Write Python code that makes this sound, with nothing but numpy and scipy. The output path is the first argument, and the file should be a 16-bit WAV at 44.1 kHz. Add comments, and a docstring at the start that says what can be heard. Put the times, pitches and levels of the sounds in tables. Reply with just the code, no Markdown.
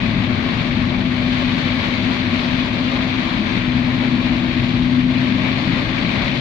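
"""Heavy rain on a moving car, heard inside at the front seats, with the roof and windscreen close by.
From the start a noise wash, dense patter and ringing taps of drops lie over a rumble of tyre noise.
Soft decaying thuds mark bumps from 0.2 to 4.7 s; the engine's sum of partials climbs, holds its speed to
about 3 s, then pulls hard, its partials sliding through a boom of the cabin.
The rain eases towards 5.1 s and comes back at once, lasting to the end."""
import sys
import numpy as np
from scipy import signal
from scipy.fft import rfft, irfft
from scipy.io import wavfile
from scipy.ndimage import uniform_filter1d

SR = 44100
rng = np.random.default_rng(int(sys.argv[2]) if len(sys.argv) > 2 else 0)


def to_wav(s):
    """Save 16-bit WAV."""
    ch = np.atleast_2d(s).T  # columns
    pcm = np.round(np.clip(ch, -1, 1) * 32767)  # PCM
    wavfile.write(sys.argv[1], SR, pcm.astype(np.int16))


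N = 282284
TIME = np.arange(N) / SR


def gain_of(db):
    """Decibels to amplitude."""
    return 10 ** (np.asarray(db) / 20)


def evened(x):
    """Scales to rms 1."""
    return x / np.sqrt(np.mean(x ** 2) + 1e-20)


def over_hz(points, hz):
    """Reads a table on a log-frequency axis."""
    f, value = np.transpose(points)
    return np.interp(np.log(hz + 1), np.log(f + 1), value)


def over_time(points, t):
    """Reads a curve at the times t."""
    return np.interp(t, *np.transpose(points))


def drift(rate_hz):
    """Slow random wander of rms 1, up to about the given rate."""
    hz = np.fft.rfftfreq(N, 1 / SR)
    lowpass = np.exp(-(hz / rate_hz) ** 2)
    return evened(irfft(rfft(rng.standard_normal(N)) * lowpass, N))


def hump(t, middle, length):
    """A smooth rise from 0 to 1 and back."""
    return .5 + .5 * np.cos(np.pi * np.clip(2 * (t - middle) / length, -1, 1))


# tyres and body shell, as heard in the cabin: (frequency [Hz], relative level [dB])
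ROAD_SPECTRUM = [(10, -24.5), (26, -17), (42, -2.5), (76, -9), (94, -1.1), (125, 0.3), (150, -3.5),
                 (200, 0.7), (228, -0.5), (262, -1), (292, -7.5), (345, -7), (378, -15.5), (480, -31),
                 (1500, -95.5)]
# rough stretches of road: (middle [s], length [s], rise in level [dB])
ROUGH_STRETCHES = [(0.3, 4.7, 1.7), (4.607, 0.65, 2), (5.8, 0.75, 2.5)]
ROAD_DB = -26  # smooth road, before the side levels


def road(apart_db=-19):
    """Tyre rumble fills the cabin, almost alike on both sides, and swells on rough stretches."""
    hz = np.fft.rfftfreq(N, 1 / SR)
    colour = gain_of(over_hz(ROAD_SPECTRUM, hz))
    common, apart = evened(irfft(rfft(rng.standard_normal((2, N))) * colour, N))
    sides = common + gain_of(apart_db) * np.array([apart, -apart])
    swell_db = sum(db * hump(TIME, middle, length) for middle, length, db in ROUGH_STRETCHES)
    return sides * gain_of(ROAD_DB + swell_db)


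def thud(start, hz, rise_s, ring_s):
    """A soft rise and a short, dull decay on one pitch; ring_s is the time to fall 60 dB."""
    t = np.maximum(TIME - start, 0)
    decay = np.exp(-np.log(1000) * (t - rise_s) / ring_s)
    shape = np.minimum(t / rise_s, decay)
    return shape * np.cos(2 * np.pi * (hz * t + rng.random()))


# bumps in the road, before the side levels: (time [s], pitch [Hz], level [dB])
ROAD_BUMPS = [(0.179, 192, -20), (0.58, 123, -19), (0.995, 197, -20.5), (1.992, 108, -21),
              (2.684, 117, -19), (3.39, 211.4, -16), (4.709, 111, -19)]


def bumps(rise_s=0.0031, ring_s=0.28):
    """Each bump sets the body shell ringing."""
    return sum(gain_of(db) * thud(start, hz, rise_s, ring_s) for start, hz, db in ROAD_BUMPS)


# engine speed, levelling off and then picking up again: (time [s], four-stroke cycle rate [Hz])
ENGINE_SPEED = [(0, 14.02), (.8, 14.58), (1.85, 14.92), (2.85, 14.93), (4, 15.8), (4.5, 16.3), (5.65, 17.2),
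                (6.4, 17.33)]
# throttle, a pull, cruising, a hard pull with a brief dip at 5.8 s:
# (time [s], pull [0 cruising to 1 pulling])
THROTTLE_CURVE = [(0, 0.6), (.8, 0.76), (1.1, 0.059), (1.6, 0.2), (2.2, 0.28), (2.65, .25), (3.2, 0.053),
                  (3.6, .15), (3.66, 0.78), (4.15, .83), (4.5, 0.77), (5.03, 0.92), (5.5, 0.81),
                  (5.72, .82), (5.8, 0.56), (6.0, 0.8), (6.4, 0.66)]
# engine partials, before the booms and side levels:
# (multiple of the cycle rate, level cruising [dB], level pulling [dB])
ENGINE_PARTIALS = [(2.0, -43, -52), (4.0, -44.5, -37.5), (6.0, -39, -32), (8.0, -40.5, -24.5),
                   (10.0, -46, -28), (12.0, -34.5, -34), (14.0, -46.5, -42.3), (15.0, -62, -27.5),
                   (16.0, -43.0, -30.5), (17.0, -34, -42), (18.0, -40.5, -38), (20.0, -43.5, -38),
                   (21.0, -43.5, -49)]
# how the cabin booms or swallows each pitch of the engine: (frequency [Hz], gain [dB])
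CABIN_BOOMS = [(190.0, -1.5), (205.0, 4), (222.0, -6), (234.0, 5.5), (240.0, 13), (245.0, 11.9),
               (250.0, 14.5), (254.0, 12.5), (258.0, 10.5), (263.0, 3.5), (270.0, 4.1), (282.0, -8.5),
               (305.0, -3.5), (324.0, 10.5), (340.0, -5.5)]
PHASE_SPREAD = .3  # turns, times the square of the multiple


def engine(waver_db=0.27, jitter=0.00071):
    """Partials of the engine cycle, phases spread to an even hum, swell at the cabin's booms."""
    cycle_hz = over_time(ENGINE_SPEED, TIME)
    throttle = over_time(THROTTLE_CURVE, TIME)
    turns = np.cumsum(cycle_hz * (1 + jitter * drift(8.7))) / SR
    out = np.zeros(N)
    for multiple, cruising_db, pulling_db in ENGINE_PARTIALS:
        k = round(multiple)
        level_db = cruising_db + throttle * (pulling_db - cruising_db)
        level_db = level_db + waver_db * drift(6.2)
        boom_db = over_hz(CABIN_BOOMS, k * cycle_hz)
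        phase = k * turns + PHASE_SPREAD * k ** 2
        out += gain_of(level_db + boom_db) * np.cos(2 * np.pi * phase)
    return out


# wet roof and glass heard through the trim: (frequency [Hz], relative level [dB])
PANEL_SPECTRUM = [(200, -7.5), (400, 1.3), (470, -4.5), (900, -3), (1350, -6.5), (1900, -3), (2800, -7),
                  (3600, -7.5), (4400, -12), (4800, -19), (5300, -25.5), (7000, -32.5), (7350, -40.5),
                  (10000, -47), (15000, -50.5)]
# broad resonances of the panels: (frequency [Hz], width [Hz], gain [dB])
PANEL_RESONANCES = [(576, 36, 7.5), (646, 47, 4), (1116, 100, 3), (2317, 480, 5.5)]
# right side against left: (frequency [Hz], level difference [dB])
RIGHT_SHADE = [(330, -6), (460, -4), (620, -2.5), (760, -8), (1250, -5), (1550, -9), (1850, -12),
               (2300, -14), (2900, -8), (3900, -3), (4900, -0.5), (7500, -3.5), (11500, 0.5),
               (14000, -10.5)]


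def panel_colour(hz):
    """Gain from the struck panels to the left and right side."""
    left_db = over_hz(PANEL_SPECTRUM, hz)
    for f, width, db in PANEL_RESONANCES:
        left_db = left_db + db / (1 + (2 * (hz - f) / width) ** 2)
    return gain_of([left_db, left_db + over_hz(RIGHT_SHADE, hz)])


# likeness of the rain wash on both sides: (frequency [Hz], correlation [-1 to 1])
SIDE_LIKENESS = [(350, -0.33), (470, 0.0056), (560, 0.95), (680, .72), (800, -.05), (1080, 0.63),
                 (1350, -0.34), (1800, 0.0027), (2350, 0.3), (2950, -0.35), (4800, 0.29), (6000, 0)]
WASH_DB = -27  # before the downpour's rise and fall


def wash(patchy_db=1.05, flicker_db=1.05):
    """Countless small drops blur into a wash of noise that comes in patches and quick flurries."""
    frames, hz = N // 256 + 5, np.fft.rfftfreq(1024, 1 / SR)
    a, b, c, d, patches = rng.standard_normal((frames, len(hz), 5)).T
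    # patches are smoothed over pitch, then over time; flurries strike all pitches together
    patches = uniform_filter1d(patches, size=18, axis=0)
    patches = evened(uniform_filter1d(patches, size=9, axis=1))
    flurries = evened(uniform_filter1d(rng.standard_normal(frames), size=6))
    same = np.clip(over_hz(SIDE_LIKENESS, hz), -1, 1)[:, None]
    left = a + 1j * b
    right = same * left + np.sqrt(1 - same ** 2) * (c + 1j * d)
    z = np.array([left, right]) * panel_colour(hz)[:, :, None]
    z *= gain_of(patchy_db * patches + flicker_db * flurries)
    return gain_of(WASH_DB) * evened(signal.istft(z, nperseg=1024, noverlap=768)[1][:, :N])


def drops(per_s, spread_db, largest, ring_s, width_hz, low_hz=800):
    """Drops strike spots of roof and glass; each spot has a short, dense ring around its own pitch."""
    count = 24  # spots
    t, hz = np.arange(2048) / SR, np.fft.rfftfreq(N, 1 / SR)
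    size_db = spread_db * np.minimum(rng.exponential(1, N), largest)
    hits = gain_of(size_db) * (rng.random(N) < per_s / SR)
    spot = rng.integers(0, count, N)
    spot_hz = np.linspace(1090, 4600, count)[:, None, None]
    off_hz = np.fft.rfftfreq(len(t), 1 / SR) - spot_hz
    noise = rng.standard_normal((count, 2, len(t)))
    rings = irfft(rfft(noise) / (1 + (2 * off_hz / width_hz) ** 2))
    rings = rings * np.exp(-np.log(1000) * t / ring_s)  # down 60 dB after ring_s
    struck = np.zeros((2, N))
    for k, ring in enumerate(rings):
        struck += signal.oaconvolve((hits * (spot == k))[None], ring, axes=1)[:, :N]
    # a single drop moves little air at low pitch
    colour = panel_colour(hz) * hz ** 2 / (hz ** 2 + low_hz ** 2)
    return evened(irfft(rfft(struck) * colour, N))


# levels of the rain in three bands; the downpour surges, eases slowly and comes back at once; apart from that,
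# the treble stands higher from about 1.4 to 2.4 s: (time [s], level of the mids [dB], level of the upper mids
# [dB], level of the treble [dB])
DOWNPOUR_LEVELS = [(0.0, -0.5, 0.7, -0.5), (0.18, -1, 0.5, -1.6), (0.33, 0.5, -0.8, -1.5),
                   (0.45, 1.2, 0.5, -0.2), (0.68, 0.3, 0.1, 0.5), (0.8, -0.1, -1.6, -2),
                   (1.18, -2, -2.2, -1.5), (1.42, 1.1, 1.2, 1.9), (1.49, 0, -1, 0.5), (1.56, -1, 0, 1.5),
                   (1.7, 1.5, 2.5, 1.7), (1.8, 1, 2.5, 2), (2.0, 1.0, 0.5, 0.9), (2.17, 1.5, 0.3, 2.6),
                   (2.28, -1, 0.7, -0.2), (2.42, 1.8, 1, 2.8), (2.65, -1, 0, 0.2), (2.77, -0.8, -1.5, -1.5),
                   (2.86, 1, 0, 1.3), (3.08, 1, 1.5, 1), (3.27, 0.8, -1.3, 0), (3.46, 1, 1.2, 0.2),
                   (3.58, 0.7, 2.0, 0.9), (3.68, -1, -1.5, -2.1), (3.86, -0.6, 0.1, -1.5),
                   (4.05, -0.5, -1, -1.2), (4.38, -1, -0.5, -1.2), (4.6, -1.5, 0, -1.2),
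                   (4.8, -1.5, -2.6, -1.5), (4.95, -2.5, -3, -2.8), (5.08, -3.5, -2.5, -3.5),
                   (5.2, 0.7, 1.2, 0.7), (5.35, -0.8, -0.3, -0.8), (5.48, 0.5, 3.5, 0.7),
                   (5.6, 0.9, 1, 0.8), (5.85, 0.7, 0.7, 1), (6.05, 0.3, 1.5, 1.1), (6.22, 1.5, 2.9, 1.5),
                   (6.4, 0.2, 1.7, 2.2)]
# where those levels hold, blending in between:
# (frequency [Hz], band [0 mids, 1 upper mids, 2 treble])
DOWNPOUR_BANDS = [(1500, 0), (2000, 1), (2550, 1), (3000, 2)]


def downpour(hz, t):
    """Rise and fall of the rain in dB at the pitches hz and times t."""
    when, *levels = np.transpose(DOWNPOUR_LEVELS)
    band = over_hz(DOWNPOUR_BANDS, hz)
    db = 0
    for k, level in enumerate(levels):
        share = np.maximum(1 - abs(band - k), 0)
        db = db + np.outer(share, np.interp(t, when, level))
    return db


PATTER_DB, PATTER_PER_S = -29, 1400  # level before the downpour's rise and fall, drops a second
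TAPS_DB, TAPS_PER_S = -33.5, 180


def rain():
    """Wash, dense patter on the roof and separate taps on the windscreen follow the downpour."""
    patter = drops(PATTER_PER_S, spread_db=2.5, largest=2.8, ring_s=0.022, width_hz=12000)
    taps = drops(TAPS_PER_S, spread_db=2.5, largest=2.2, ring_s=0.063, width_hz=1500)
    steady = wash() + gain_of(PATTER_DB) * patter + gain_of(TAPS_DB) * taps
    hz, t, z = signal.stft(steady, SR, nperseg=1024)
    return signal.istft(z * gain_of(downpour(hz, t)), SR, nperseg=1024)[1][:, :N]


def scene(left_db=4.5, right_db=-2.5):
    """Engine, road and bumps are stronger on the left; the rain joins on both sides."""
    driving = (road() + bumps() + engine()) * gain_of([[left_db], [right_db]])
    return driving + rain()


EDGE_HZ = 15150  # upper band limit


def record(dry):
    """A brief fade at both ends, then the band limit of the recorder."""
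    from_end_s = np.minimum(TIME, TIME[::-1])
    fade = np.sin(np.pi / 2 * np.minimum(from_end_s / .003, 1)) ** 2
    lowpass = signal.firwin(511, EDGE_HZ, window=("kaiser", 9), fs=SR)
    return signal.oaconvolve(dry * fade, lowpass[None], "same")


dry = scene()
out = record(dry)
to_wav(out)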